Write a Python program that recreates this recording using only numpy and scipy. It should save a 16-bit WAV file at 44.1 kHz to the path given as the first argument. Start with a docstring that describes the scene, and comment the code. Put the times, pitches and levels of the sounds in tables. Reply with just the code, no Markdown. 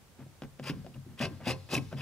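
"""Over faint room tone, hand and leather rub softly (shaped noise) and tool and hand knock lightly on a bench.
Then a chisel is pushed through thick leather, close to the microphone, in a small boomy room.
In each push the edge creeps with a swelling hiss of tiny snaps; in the first four it breaks through with a knock.
It then tears fibres in coarser snaps, very briefly in the first push; the steel rings and the bench shakes.
Low thumps of the room answer some knocks, bright scratches and steel chirps join in, and a fifth push creeps."""
import sys
import numpy as np
from scipy import signal
from scipy.fft import rfft, irfft
from scipy.io import wavfile
from scipy.ndimage import uniform_filter1d

SR = 44100
rng = np.random.default_rng(int(sys.argv[2]) if len(sys.argv) > 2 else 0)


def transcribe(signal):
    """Save signal, clipped to [-1, 1], as a 16-bit WAV file at the path in sys.argv[1]."""
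    frames = np.atleast_2d(signal).T
    limited = np.clip(frames, -1, 1)
    pcm = np.round(limited * 32767).astype(np.int16)
    wavfile.write(sys.argv[1], SR, pcm)


N = 88905
T = np.arange(N) / SR  # time in s
FIBRES_PER_S, SNAPS_PER_S = 14000, 5500  # average rates of fine and coarse snaps
LEFT_RIGHT = np.array([[1], [-1]])  # plus on the left, minus on the right


def amp(db):
    """Turns decibels into a gain."""
    return 10 ** (np.asarray(db) / 20)


def unit(x):
    """Scales to an rms of 1."""
    return x / np.sqrt(np.mean(x ** 2) + 1e-20)


def read(points, hz):
    """Reads a table between its points, on a logarithmic frequency axis."""
    f, value = np.transpose(points)
    return np.interp(np.log(hz + 1), np.log(f + 1), value)


def add(mix, s, sound):
    """Mixes a sound in, starting at s seconds."""
    part = mix[round(s * SR):][:len(sound)]
    part += sound[:len(part)]


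def through(x, response):
    """Passes a sound through an object, given how that object answers a single click."""
    return signal.fftconvolve(x, response)[:N]


def colour(points, tilt_db=0, size=4096):
    """A click of energy 1 with the given spectrum; the tilt nears tilt_db per octave in the treble."""
    hz = abs(np.fft.fftfreq(size, 1 / SR))
    gain_db = read(points, hz) + tilt_db * np.log2(1 + hz / 1000)
    log_gain = np.log(amp(gain_db))
    # this choice of phase puts the energy after the start of the click, as early as possible
    spectrum = np.exp(np.conj(signal.hilbert(log_gain)))
    click = np.fft.ifft(spectrum).real[:size // 2]
    return click / np.linalg.norm(click)


def ring(modes):
    """The dying tones (modes) of one struck object, with a total energy of 1."""
    t = T[:SR // 3]
    out = np.zeros(len(t))
    for k, (hz, db, t60) in enumerate(modes):
        fading = amp(db - 60 * t / t60) / np.sqrt(t60)
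        out += fading * np.sin(2 * np.pi * hz * t) * (-1) ** k
    return out / np.linalg.norm(out)


def fibres(rate, spread_db):
    """Fibres snapping at random, in uneven sizes, evened out to a steady mean power."""
    size = amp(spread_db * np.minimum(rng.exponential(1, N), 4))
    happens = rng.random(N) < rate / SR
    snaps = size * rng.choice([-1., 1.], N) * happens
    power = abs(uniform_filter1d(snaps ** 2, size=700))
    return snaps / np.sqrt(power + 1e-9)


def clumps(per_s=240, spread_db=2.0):
    """Fibres give way in uneven bunches: a gain that wanders up and down."""
    at = np.cumsum(rng.uniform(.4, 1.6, 2000)) / per_s
    height = np.clip(rng.standard_normal(len(at)), -2, 2)
    return unit(amp(spread_db * np.interp(T, at, height)))


def arch(s, length):
    """A smooth rise and fall."""
    return np.sin(np.pi * np.clip((T - s) / length, 0, 1))


def taps(size):
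    """Sparse reflections of random sign."""
    return rng.choice([-1., 1.], size) * (rng.random(size) < .1)


# room tone spectrum: f/Hz, level/dB (relative, per Hz)
AIR_SPECTRUM = [(20, -7), (70, 6.5), (140, 6), (300, -2.5), (600, -7), (1400, -11), (3000, -14.5),
                (8000, -17.5), (15500, -22.5)]
# how alike the room tone is on the left and right: f/Hz, likeness (1 = the same)
AIR_LIKENESS = [(40, 0.69), (200, 0.27), (700, 0.76), (2000, 0.15), (15000, 0.033)]


def air(level_db=-59):
    """Steady low room tone and faint hiss: noise that is partly shared by the two channels."""
    hz = np.fft.rfftfreq(N, 1 / SR)
    a, b = rfft(rng.standard_normal((2, N)))
    same = np.clip(read(AIR_LIKENESS, hz), -1, 1)
    pair = np.array([a, same * a + np.sqrt(1 - same ** 2) * b])
    return amp(level_db) * unit(irfft(pair * amp(read(AIR_SPECTRUM, hz)), N))


# soft rubs of hand and leather on the mat: t/s, length/s, grain level/dB, low rumble level/dB
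RUBS_PLAYED = [(0.178, 0.064, -56, -59), (0.419, 0.044, -53, -45.5), (0.600, 0.33, -68, -52.5),
               (0.939, 0.04, -60.5, -46.5), (1.066, 0.11, -66, -53), (1.191, 0.22, -63, -49),
               (1.392, 0.055, -50, -51), (1.790, 0.11, -68, -51), (1.911, 0.042, -47.5, -46)]
# spectrum of the grain: f/Hz, level/dB (relative)
RUB_SPECTRUM = [(150, -29), (300, 1), (750, -1.5), (1100, -5), (1600, -6.5), (3000, -15.5), (8000, -49)]
# spectrum of the rumble: f/Hz, level/dB (relative)
RUMBLE_SPECTRUM = [(25, -22), (55, -5.5), (110, -8), (200, -1), (400, -19.5), (1500, -47.5)]


def rubs():
    """Dull friction: bunched snaps make the grain, and dark noise makes the rumble under it."""
    grain, weight = np.zeros((2, N))
    for s, length, db, rumble_db in RUBS_PLAYED:
        grain += amp(db) * arch(s, length)
        weight += amp(rumble_db) * arch(s, length)
    friction = grain * clumps() * fibres(SNAPS_PER_S, spread_db=4)
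    rumble = weight * rng.standard_normal(N)
    return through(friction, colour(RUB_SPECTRUM)) + through(rumble, colour(RUMBLE_SPECTRUM))


# knocks through the leather into the bench, and low thumps of the room answering them (0.767, 1.308):
# t/s, thud level/dB and tick level/dB (both before the lifts in knocks_and_thumps), room boom level/dB,
# softening time of the thud/s, short tone f/Hz, short tone level/dB
KNOCKS_AND_THUMPS = [(0.192, -38.5, -58, -44.5, 0.0017, 261, -51),
                     (0.263, -39.5, -75, -81, 0.0012, 737, -57.5),
                     (0.4208, -30, -38.5, -47, 0.00031, 278, -41.5),
                     (0.435, -40, -44.5, -56, 0.00041, 1260, -50.5),
                     (0.592, -45, -52.5, -49, 0.0017, 245, -52.5),
                     (0.597, -31, -42, -40.5, 0.00033, 532, -47),
                     (0.697, -21.5, -31.5, -39.5, 0.0022, 277.5, -32),
                     (0.767, -39, -68, -42, 0.0035, 269, -42), (0.846, -48, -56, -51, 0.006, 564, -45.5),
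                     (0.865, -34, -47.5, -47.5, 0.00062, 675, -44),
                     (0.956, -48, -68, -40.5, 0.0046, 287.4, -49.5),
                     (1.064, -30.5, -79, -46, .003, 333, -50),
                     (1.203, -27, -40, -35.5, 0.00038, 238.3, -31.5),
                     (1.212, -33, -31.5, -39, .001, 574, -32), (1.308, -68, -64, -62, 0.001, 309, -42),
                     (1.404, -63, -65, -65, 0.0017, 648, -47),
                     (1.47, -19.5, -60, -33.5, 0.00028, 255, -32.5),
                     (1.735, -20, -56, -40, 0.00042, 788, -30.5),
                     (1.777, -35, -46, -38.5, 0.0024, 274.4, -27.5),
                     (1.928, -27, -43, -34, 0.00057, 1525, -41)]
# spectrum of the thud: f/Hz, level/dB (relative)
THUD_SPECTRUM = [(25, -72), (70, -9), (140, 8), (270, -1), (380, -0.5), (560, 5), (850, -6.5),
                 (1400, -21.5), (2500, -63.5), (8000, -17)]
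# spectrum of the tick: f/Hz, level/dB (relative)
TICK_SPECTRUM = [(200, -55), (800, -10), (1500, 13.5), (2100, 7), (3000, 10), (4200, -2.5), (5600, -1.5),
                 (8000, -14), (15000, -79)]
# low resonances of the room: f/Hz, level/dB, time to swell/s
ROOM_BOOM = [(96.5, -11.5, 0.058), (134.73, 2, 0.023), (161.6, -15, 0.031), (216.7, -8.5, 0.017),
             (255, -9, 0.014)]


def knocks_and_thumps(thud_lift_db=16, tick_lift_db=14, scuff_db=-25, scuff_s=.007, tone_cycles=1.34):
    """Knocks and the room's answering thumps: a soft thud, a tick, a few cycles of tone and a swelling boom."""
    thuds, ticks, tones, booms = np.zeros((4, N))
    t = T[:SR // 2]
    boom = np.zeros(len(t))
    for hz, db, swell in ROOM_BOOM:
        boom += amp(db) * t / swell * np.exp(1 - t / swell) * np.sin(2 * np.pi * hz * t)
    thud = colour(THUD_SPECTRUM)
    for s, low_db, high_db, boom_db, soften_s, tone_hz, tone_db in KNOCKS_AND_THUMPS:
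        # a longer cushion (in a knock, a longer contact) makes a softer, duller thud
        cushion = np.sin(np.pi * np.minimum(t[:SR // 50] / soften_s, 1))
        soft_thud = np.convolve(thud, cushion / cushion.sum())
        scuff = amp(scuff_db) * np.exp(-t / scuff_s) * rng.standard_normal(len(t))
        tick = (t == 0) + scuff
        age = tone_hz * t / tone_cycles
        # in a knock, this is the ring of the struck spot
        tone = np.sqrt(age * np.exp(1 - age)) * np.sin(2 * np.pi * tone_hz * t)
        add(thuds, s, amp(low_db + thud_lift_db) * soft_thud)
        add(ticks, s, amp(high_db + tick_lift_db) * tick)
        add(tones, s, amp(tone_db) * tone)
        add(booms, s, amp(boom_db) * boom)
    return through(ticks, colour(TICK_SPECTRUM)) + tones, thuds, booms


def judder(depth_db, slips_per_s=160):
    """The edge sticks and slips unevenly: a gain that sinks, then jumps back at each slip."""
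    slips = np.cumsum(rng.uniform(.5, 1.5, 1000)) / slips_per_s
    turn = np.interp(T, slips, np.arange(len(slips))) % 1
    return unit(amp(-depth_db * turn))


def nearby(x, share_db=-6):
    """Quick reflections from mat, fingers and stop block blur the snaps, differently in each push."""
    t = T[:700]
    echoes = taps(size=700) * np.exp(-t / .003) * (t > .0004)
    blurred = through(x, echoes / np.linalg.norm(echoes))
    return (x + amp(share_db) * blurred) / np.hypot(1, amp(share_db))


# pushes: creep starts t/s, edge breaks through t/s, slide stops t/s, hiss level/dB, swell of the hiss/dB,
# tearing level/dB, brightness/dB per octave, blade ring level/dB, bench shake level/dB
PUSHES_PLAYED = [(0.626, 0.696, 0.69, -37, 15.5, -49, 3, -38.5, -35.5),
                 (1.175, 1.22, 1.254, -39.5, 18.5, -36.5, -3, -41.5, -39.5),
                 (1.431, 1.471, 1.514, -41, 21, -34.5, -0.5, -39, -36.5),
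                 (1.687, 1.728, 1.767, -41.5, 12, -36.5, 1.8, -37.5, -34.5),
                 (1.965, 2.03, 3.9, -38.5, 17.5, -42, -5, -39.5, -32.5)]
# spectrum of the leather's hiss: f/Hz, level/dB (relative, per Hz)
HISS_SPECTRUM = [(100, -26), (500, 1.5), (1100, -1.5), (2000, 1), (3200, 0.5), (4000, -13), (5200, -6.5),
                 (6300, -16.5), (9000, -19.5), (15500, -24)]
# spectrum of the tearing: f/Hz, level/dB (relative)
TEAR_SPECTRUM = [(200, -11), (700, 3.5), (1030, -2.5), (1350, -4.5), (2100, -1), (3000, 1.5), (3600, -8),
                 (5600, -5), (6300, -12), (10500, -18), (13500, -22), (15500, -38)]
# spectrum of the bench shake: f/Hz, level/dB (relative)
SHAKE_SPECTRUM = [(30, -40), (70, -10), (130, 5.5), (260, -3), (330, -6.5), (420, 1), (800, -13.5),
                  (1050, -10.5), (1400, -25.5), (4000, -80.5)]
# modes of the steel blade: f/Hz, level/dB (relative, of each mode's whole energy), t60/s (time to fall 60 dB)
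BLADE_MODES = [(1600, -9.5, 0.14), (2030, -26, 0.051), (2567, 8, 0.028), (2682, 7, .03),
               (2620, -0.5, 0.022), (3720, -3, 0.019), (4226, -2, 0.055), (4680, -19, .04),
               (5630, -6.5, 0.12), (6200, -22, 0.08), (8000, -28, .04), (9100, -13.5, 0.11),
               (10550, -17, 0.014)]
STOP_DB_PER_S, SHAKE_STOP_DB_PER_S = 745, 431  # how fast the cutting and the shaking die away
BITE_S = .002  # how quickly creep and slide set in
CREEP_RING_DB, CREEP_SHAKE_DB = -6, -7  # creep drives blade and bench less than the slide does


def pushes():
    """Each push swells as it creeps, then slides and tears; the snapping rings the blade and shakes the bench."""
    bunches = clumps()
    fine = fibres(FIBRES_PER_S, spread_db=3)
    coarse = fibres(SNAPS_PER_S, spread_db=4)
    slip = judder(depth_db=1.5) * bunches
    cut, steel, shake = np.zeros((3, N))
    for start, breaks, stop, hiss_db, swell_db, tear_db, bright_db, ring_db, shake_db in PUSHES_PLAYED:
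        after = np.maximum(T - breaks, 0)
        stopped = np.maximum(T - stop, 0)
        # the hiss starts swell_db down and is full when the edge breaks through
        still_to_go = np.clip((breaks - T) / max(breaks - start, BITE_S), 0, 1)
        onset = np.clip((T - start) / BITE_S, 0, 1)
        creep = onset * amp(-swell_db * still_to_go - STOP_DB_PER_S * after)
        bite = np.minimum(after / BITE_S, 1)
        slide = bite * amp(-STOP_DB_PER_S * stopped)
        shaking = bite * amp(-SHAKE_STOP_DB_PER_S * stopped)
        hiss = through(amp(hiss_db) * creep * bunches * fine, colour(HISS_SPECTRUM))
        tear = through(amp(tear_db) * slide * slip * coarse, colour(TEAR_SPECTRUM, bright_db))
        cut += nearby(hiss + tear)
        steel += amp(ring_db) * np.maximum(slide, amp(CREEP_RING_DB) * creep)
        shake += amp(shake_db) * np.maximum(shaking, amp(CREEP_SHAKE_DB) * creep)
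    blade = through(steel * slip * fibres(SNAPS_PER_S, spread_db=5), ring(BLADE_MODES))
    push = through(shake * slip * fibres(SNAPS_PER_S, spread_db=2), colour(SHAKE_SPECTRUM))
    return cut + blade, push


# bright scratches as the edge grips or fibres part: t/s, length/s, level/dB, centre f/Hz, sharpness Q
SCRATCHES_PLAYED = [(0.636, 0.0098, -51, 4770, 1.7), (0.65, 0.054, -50.5, 4870, 4.4),
                    (0.697, 0.023, -52, 2830, 6.8), (0.936, 0.017, -59, 2730, 5.7),
                    (1.188, .013, -42.5, 3050, 4.9), (1.214, 0.0047, -41, 3040, 2),
                    (1.452, 0.015, -44.5, 3140, 15), (1.477, 0.017, -52, 5600, 1.5),
                    (1.698, 0.049, -43.5, 4300, 3.4), (1.735, 0.018, -38.5, 6200, 3.5),
                    (1.773, 0.013, -36.5, 2320, 5.3)]


def scratches():
    """Short bursts of fine snaps, each in its own bright band."""
    grain = fibres(FIBRES_PER_S, spread_db=3.5)
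    out = np.zeros(N)
    click = T[:SR // 50] == 0
    for s, length, db, hz, q in SCRATCHES_PLAYED:
        band = signal.lfilter(*signal.iirpeak(hz, max(q, .8), fs=SR), click)
        out += through(amp(db) * arch(s, length) * grain, band / np.linalg.norm(band))
    return out


# small chirps of steel against leather: t/s, level/dB, f/Hz, t60/s (time to fall 60 dB)
CHIRPS_PLAYED = [(1.503, -31, 2610, 0.055), (1.520, -47.5, 4226, 0.19), (1.7517, -16.5, 2627, 0.021),
                 (2.008, -34.5, 2610, 0.065)]


def chirps(rise_s=0.0011):
    """The edge catches and one mode of the steel sings for a moment: a dying tone of fixed pitch."""
    t = T[:SR // 4]
    out = np.zeros(N)
    for s, db, hz, t60 in CHIRPS_PLAYED:
        loudness = np.minimum(t / rise_s, 1) * amp(db - 60 * t / t60)
        add(out, s, loudness * np.sin(2 * np.pi * hz * t))
    return out


# how long the room's echo lasts: f/Hz, t60/s (time to fall 60 dB)
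ECHO_T60 = [(100, .5), (260, 0.11), (700, 0.37), (1800, 0.4), (2600, 0.7), (4500, 1.5), (14000, 0.5)]
# how strong the room's echo is: f/Hz, level/dB
ECHO_LEVEL = [(60, 1.5), (135, 3.5), (200, -3.5), (290, -7.5), (600, -12), (1100, -14), (1900, -15),
              (2600, -24.5), (3400, -17.5), (4300, -16.5), (5500, -19.5), (14000, -16.5)]


def room(x, build_s=0.004):
    """One channel of reverberation: random reflections, strongest in the bass, longest in the treble."""
    hz, t, z = signal.stft(taps(size=SR), SR, nperseg=512)
    t60 = np.maximum(read(ECHO_T60, hz), .02)[:, None]
    even_energy = np.sqrt(2 * np.log(1000) / t60 / (.1 * SR))  # long and short tails start out equal in energy
    z = z * amp(-60 * t / t60) * even_energy
    tail = signal.istft(z * amp(read(ECHO_LEVEL, hz))[:, None], SR, nperseg=512)[1]
    return through(x, tail * (1 - np.exp(-T[:len(tail)] / build_s)))


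# how alike the two channels are: f/Hz, likeness (1 = the same)
CHANNEL_LIKENESS = [(100, .99), (900, .99), (2700, .98), (3600, .8), (6000, .6), (15000, .65)]
# how far the left channel leads: f/Hz, phase/radians
LEFT_LEAD = [(60, .2), (300, .42), (900, .1), (1700, .2), (2600, 1.0), (3200, 1.2), (3800, 0), (4400, 2.6),
             (5400, .2), (7000, 1.1), (10000, .1)]
# left minus right: f/Hz, level/dB
LEFT_BALANCE = [(130, 0.9), (300, 1.4), (750, 4), (1700, 1.2), (2100, -4), (2600, 3.5), (4200, -2.5),
                (4800, 19.5), (5400, -9.5), (7000, 4.5), (13000, -1)]


def microphones(x):
    """Two capsules hear the work a little to the left; hands and bench scatter the treble."""
    size = 2 * N
    hz = np.fft.rfftfreq(size, 1 / SR)
    scatter = taps(size=1000) * np.exp(-T[:1000] / .004)
    scattered = rfft(scatter / np.linalg.norm(scatter), size)
    same = np.clip(read(CHANNEL_LIKENESS, hz), 0, 1)
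    pair = np.sqrt((1 + same) / 2) + LEFT_RIGHT * np.sqrt((1 - same) / 2) * scattered
    pair = pair * amp(LEFT_RIGHT * read(LEFT_BALANCE, hz) / 2)
    pair = pair * np.exp(.5j * LEFT_RIGHT * read(LEFT_LEAD, hz))
    return irfft(rfft(x, size) * pair, size)[:, :N]


# modes of the bench: f/Hz, level/dB (relative, of each mode's whole energy), t60/s (time to fall 60 dB)
BENCH_MODES = [(178, -2, 0.2), (249.9, -7, 0.27), (279.7, -2, 0.21), (323.1, -3, 0.19), (404, 2, 0.043),
               (440, -4, 0.33), (529, -4.5, 0.39), (742, -3, 0.26), (798, -6, 0.034), (1026, 4.5, 0.13)]
# width of the room's tail: f/Hz, level/dB of the part that is opposite in the two channels
TAIL_WIDTH = [(130, -7.5), (700, -6.5), (4000, -7)]


def scene(bench_db=-16):
    """Pushes and thuds ring the bench; a second echo, opposite in the two channels, makes the room wide."""
    cut, push = pushes()
    ticks, thuds, booms = knocks_and_thumps()
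    force = push + thuds
    bench = amp(bench_db) * through(force, ring(BENCH_MODES))
    near = cut + scratches() + chirps() + rubs() + ticks + force + bench
    hz = np.fft.rfftfreq(N, 1 / SR)
    wide = irfft(rfft(room(near)) * amp(read(TAIL_WIDTH, hz)), N)
    return microphones(near + booms + room(near)) + wide * LEFT_RIGHT + air()


def record(dry, edge_hz=15750):
    """The recorder's band limit: a steep filter removes what lies above edge_hz."""
    low_pass = signal.firwin(511, edge_hz, window=("kaiser", 9), fs=SR)
    return signal.oaconvolve(dry, low_pass[None], "same")


dry = scene()
out = record(dry)
transcribe(out)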